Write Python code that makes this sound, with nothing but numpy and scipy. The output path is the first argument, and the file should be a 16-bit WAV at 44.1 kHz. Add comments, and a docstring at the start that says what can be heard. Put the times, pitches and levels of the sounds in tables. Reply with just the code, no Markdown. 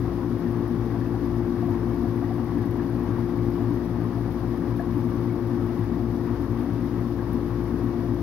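"""Large aquarium, close up

Indoors, a camera's stereo microphone close to the tank, which is louder on the left. A mains-driven
pump, a filter motor and a fan hum at three nearly equal speeds and beat against each other. Water
rumbles through the cabinet and rushes back into the tank, where bubbles plop and a fine fizz bursts
on the surface. Behind it all lie a thin hiss and the camera's own faint whine."""
import sys
import numpy as np
from scipy import signal
from scipy.fft import rfft, irfft
from scipy.io import wavfile

SR = 44100
rng = np.random.default_rng(int(sys.argv[2]) if len(sys.argv) > 2 else 0)


def digitize_waveform(pressure):
    """Quantize a signal to 16-bit integers and store it at the path in sys.argv[1].

    Rows of a 2-D input are taken as channels; values are limited to [-1, 1].
    """
    field = np.atleast_2d(pressure).T
    bounded = np.clip(field, -1, 1)
    quanta = np.round(bounded * 32767).astype(np.int16)
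    wavfile.write(sys.argv[1], SR, quanta)


N = 362502

# Levels in and around the tank are set before the left and right gains in scene().
# Hum partials of the pump, the filter motor and the fan: multiple_of_speed, rms_db
PUMP_PARTIALS = [(1, -39.5), (2, -39.5), (3, -47.5), (4, -38.5), (5, -43), (6, -52.5), (8, -64), (9, -53.5),
                 (10, -63), (16, -71), (18, -64), (24, -75.5), (27, -78)]
FILTER_PARTIALS = [(1, -56.5), (2, -35.5), (3, -41.5), (4, -38), (5, -42), (6, -33), (7, -51), (8, -54),
                   (9, -65), (11, -66.5), (12, -62.5), (20, -65.5)]
FAN_PARTIALS = [(1, -56.5), (2, -44.5), (3, -44), (5, -38.5), (6, -52), (10, -68), (20, -56.5), (40, -69)]
# Base spectrum of flowing water and air: frequency_hz, density_db
FLOW_SPECTRUM = [(22, -85), (50, -67), (85, -74.5), (140, -64.5), (220, -65), (330, -63), (380, -65),
                 (570, -73.5), (850, -71.5), (1150, -73.5), (1450, -81), (1900, -81.5), (2150, -89.5),
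                 (3000, -92.5)]
# Resonances of cabinet and room that lift the flow noise: centre_hz, width_hz, lift_db
CABINET_RESONANCES = [(60.9, 6, 15.5), (75.9, 4.5, 12), (92.8, 8.0, 11), (107.4, 21.3, 21.5),
                      (165.2, 14, 8.5), (246.1, 44.4, 14), (289.8, 19.4, 9.5), (428, 13.6, 6.5),
                      (508, 18.0, 4.1), (1760, 76, 0.5)]
# Likeness of the flow noise on the two sides of the microphone: frequency_hz, coherence
FLOW_COHERENCE = [(60, .999), (300, .997), (640, .97), (1400, .75), (2300, .42), (3200, .1)]
# Spectrum of the background hiss: frequency_hz, density_db
HISS_SPECTRUM = [(1200, -110), (2500, -98), (3600, -93.5), (4100, -96), (4800, -92.5), (6000, -97.5),
                 (7300, -101.5), (9000, -101.5), (11500, -100.5), (13500, -102), (15500, -105)]
# Strength of the stream returning to the tank: time_s, level_db
STREAM_STRENGTH = [(0, 0), (.9, 0.1), (1.7, .8), (3.2, 0.5), (3.7, -.2), (6.0, .2), (8.2, -1.1)]
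# The few loud bubbles that stand out of the gurgle: start_s, pitch_hz, level_db
LOUD_PLOPS = [(1.013, 1700, -38), (1.140, 780, -30), (1.626, 705, -31), (2.305, 740, -29),
              (2.585, 1740, -35.5), (2.796, 1700, -33.5), (4.050, 1060, -33), (4.794, 1690, -31),
              (4.797, 680, -25), (7.190, 1630, -37)]
# Lesser bubbles that come at random in a few sizes: pitch_hz, level_db, bubbles_per_s
STRAY_PLOPS = [(880, -38, 1.0), (1703, -41.5, 1.2), (2700, -49, 0.43), (6000, -50, .4)]
# The camera's electronic whine: pitch_hz, left_db, right_db
CAMERA_WHINE = [(7867, -93, -89.5), (15734, -82, -81)]

TIME_S, BIN_HZ = np.arange(N) / SR, np.fft.rfftfreq(N, 1 / SR)


def gain_of(db):
    """Decibels to an amplitude factor."""
    return 10 ** (np.asarray(db) / 20)


def unit_rms(x):
    """Scales to rms 1."""
    return x / np.sqrt(np.mean(x ** 2) + 1e-20)


def curve(points):
    """Interpolates a table onto the FFT bins along a log-frequency axis."""
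    hz, value = np.transpose(points)
    return np.interp(np.log(BIN_HZ + 1), np.log(hz + 1), value)


def add(mix, start_s, sound):
    """Mixes a sound in at start_s."""
    part = mix[max(round(start_s * SR), 0):][:len(sound)]
    part += sound[:len(part)]


def drift(rate_hz):
    """Smooth random wander of rms 1."""
    lowpass = (BIN_HZ > 0) * np.exp(-(BIN_HZ / rate_hz) ** 2)
    return unit_rms(irfft(rfft(rng.standard_normal(N)) * lowpass, N))


def chance_times(per_s):
    """Irregular moments at a mean rate."""
    times = np.cumsum(rng.gamma(2, .5, size=100)) / per_s
    return times[times < N / SR]


def stereo_noise(density_db, coherence):
    """Two channels of noise with a given density per Hz and likeness."""
    left, other = rfft(rng.standard_normal((2, N)))
    right = coherence * left + np.sqrt(1 - coherence ** 2) * other
    return irfft(np.array([left, right]) * gain_of(density_db) * np.sqrt(SR / 2), N)


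def room(direct, t60_s, wet_db):
    """The microphone hears the direct sound and a short diffuse tail, different on each side."""
    t = np.arange(SR // 2) / SR
    tail = rng.standard_normal((2, len(t))) * gain_of(-60 * t / t60_s)
    tail /= np.linalg.norm(tail, axis=1, keepdims=True)
    return direct + gain_of(wet_db) * signal.fftconvolve(direct[None], tail, axes=1)[:, :N]


def stream_gain(follow):
    """The returning stream drives rush, bubbles and fizz; follow scales its swing in dB."""
    return gain_of(follow * np.interp(TIME_S, *np.transpose(STREAM_STRENGTH)))


def hiss(flicker_db):
    """A thin, flickering hiss in the background, slightly opposed in the two channels."""
    return stereo_noise(curve(HISS_SPECTRUM), coherence=-.092) * gain_of(flicker_db * drift(25))


def fizz(tick_db, spread_db, snap_db, close_snap_s, close_snap_db, decay_s, count):
    """Bubble skins burst on the surface: fine ones tick, larger ones snap, one near the microphone."""
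    t, bursts = np.arange(SR // 50) / SR, np.zeros(N)
    fade = np.exp(-t / decay_s)
    for when, pitch, size in rng.random((count, 3)):
        ring = signal.iirpeak(9000 + 6500 * pitch, Q=3, fs=SR)
        tick = fade * unit_rms(signal.lfilter(*ring, rng.standard_normal(len(t))))
        db = tick_db + spread_db * min(-np.log(1 - size), 2.5)
        add(bursts, when * N / SR, gain_of(db) * tick)
    scatters_db = rng.standard_normal(100)
    snaps = fade * rng.standard_normal((100, len(t)))
    for start_s, scatter_db, snap in zip(chance_times(per_s=2.3), scatters_db, snaps):
        add(bursts, start_s, gain_of(snap_db + scatter_db) * snap)
    bursts *= stream_gain(follow=1.8)
    add(bursts, close_snap_s, gain_of(close_snap_db) * fade * rng.standard_normal(len(t)))
    bright = signal.sosfilt(signal.butter(3, [9500, 15500], "band", fs=SR, output="sos"), bursts)
    return room(bright, t60_s=.06, wet_db=-10) * gain_of([[0], [-2]])


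def bubble(hz, cycles, rise):
    """A bubble rings, falling by 1/e in the given cycles and rising in pitch as it nears the surface."""
    age = np.arange(int(6 * cycles / hz * SR)) / SR * hz / cycles  # in decay times
    envelope = (1 - np.exp(-6 * age)) * np.exp(-age)
    return envelope * np.sin(2 * np.pi * cycles * age * (1 + rise * age))


def plop(hz, db):
    """One distinct bubble of nearly steady pitch; smaller, higher ones ring for more cycles."""
    return gain_of(db) * bubble(hz, cycles=6.3 * np.sqrt(hz / 700), rise=.0027)


def gurgle(small_db, spread_db, treble_fall_db, scatter_octaves, count):
    """Many small bubbles ring under the outlet, with stray plops and a few loud ones among them."""
    bubbles = np.zeros(N)
    for when, pitch, size in rng.random((count, 3)):
        hz = 650 * 3.4 ** pitch
        db = small_db + spread_db * min(-np.log(1 - size), 3) - treble_fall_db * pitch
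        add(bubbles, when * N / SR, gain_of(db) * bubble(hz, cycles=6.4, rise=.01))
    for hz, db, per_s in STRAY_PLOPS:
        for start_s, (detune, scatter_db) in zip(chance_times(per_s), rng.standard_normal((100, 2))):
            add(bubbles, start_s, plop(hz * 2 ** (scatter_octaves * detune), db + scatter_db))
    bubbles *= stream_gain(follow=1.5)
    for start_s, hz, db in LOUD_PLOPS:
        add(bubbles, start_s, plop(hz, db))
    return room(bubbles, t60_s=.16, wet_db=-6)


def flow(flutter_db, bottom_hz, top_hz):
    """Turbulence booms in the cabinet; the rush of the outlet above it swells with the stream."""
    lift_db = sum(db / (1 + (2 * (BIN_HZ - centre) / width) ** 2)
                  for centre, width, db in CABINET_RESONANCES)
    rolloff_db = -10 * np.log10((1 + (BIN_HZ / top_hz) ** 8) * (1 + (bottom_hz / (BIN_HZ + 1)) ** 6))
    water = stereo_noise(curve(FLOW_SPECTRUM) + lift_db + rolloff_db, curve(FLOW_COHERENCE))
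    rush = signal.sosfiltfilt(signal.butter(2, 550, "high", fs=SR, output="sos"), water)
    rumble = water - rush
    return rumble + rush * stream_gain(follow=.6) * gain_of(flutter_db * drift(11))


def machine_hum(speed_hz, partials, wander_hz, waver_db=0):
    """Partials locked to one shaft whose speed wanders; waver_db lets each waver in level."""
    turns = np.cumsum(speed_hz + wander_hz * drift(.4)) / SR
    hum = np.zeros(N)
    for multiple, db in partials:
        amplitude = np.sqrt(2) * gain_of(db + waver_db * drift(1))
        hum += amplitude * np.sin(2 * np.pi * (multiple * turns + rng.random()))
    return hum


def scene():
    """Beside the tank: three machines beat over the water, all louder on the microphone's left."""
    hum = machine_hum(59.972, PUMP_PARTIALS, wander_hz=.0069)
    hum += machine_hum(58.045, FILTER_PARTIALS, wander_hz=.0067, waver_db=1.27)
    hum += machine_hum(55.81, FAN_PARTIALS, wander_hz=.012)
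    water = flow(flutter_db=.72, bottom_hz=26, top_hz=2920)
    background = hiss(flicker_db=.62)
    water += gurgle(small_db=-43, spread_db=3.5, treble_fall_db=12, scatter_octaves=.17, count=700)
    water += fizz(tick_db=-64.5, spread_db=4.5, snap_db=-51, close_snap_s=7.3305, close_snap_db=-37,
                  decay_s=.0028, count=450)
    return (background + water + hum) * gain_of([[3.5], [-5]])


def record(dry):
    """The camera notches the band around its own whine, a trace of which remains, and cuts the top."""
    notch_hz, notch_width_hz, top_hz = 7867, 3400, 15800
    offset_hz = BIN_HZ - notch_hz
    notch = abs(offset_hz) / np.hypot(offset_hz, notch_width_hz / 2)
    out = irfft(rfft(dry) * notch, N)
    for hz, left_db, right_db in CAMERA_WHINE:
        out += np.sqrt(2) * gain_of([[left_db], [right_db]]) * np.sin(2 * np.pi * hz * TIME_S)
    lowpass = signal.firwin(2047, top_hz, window=("kaiser", 9), fs=SR)
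    return signal.oaconvolve(out, lowpass[None], "same")


dry = scene()
out = record(dry)
digitize_waveform(out)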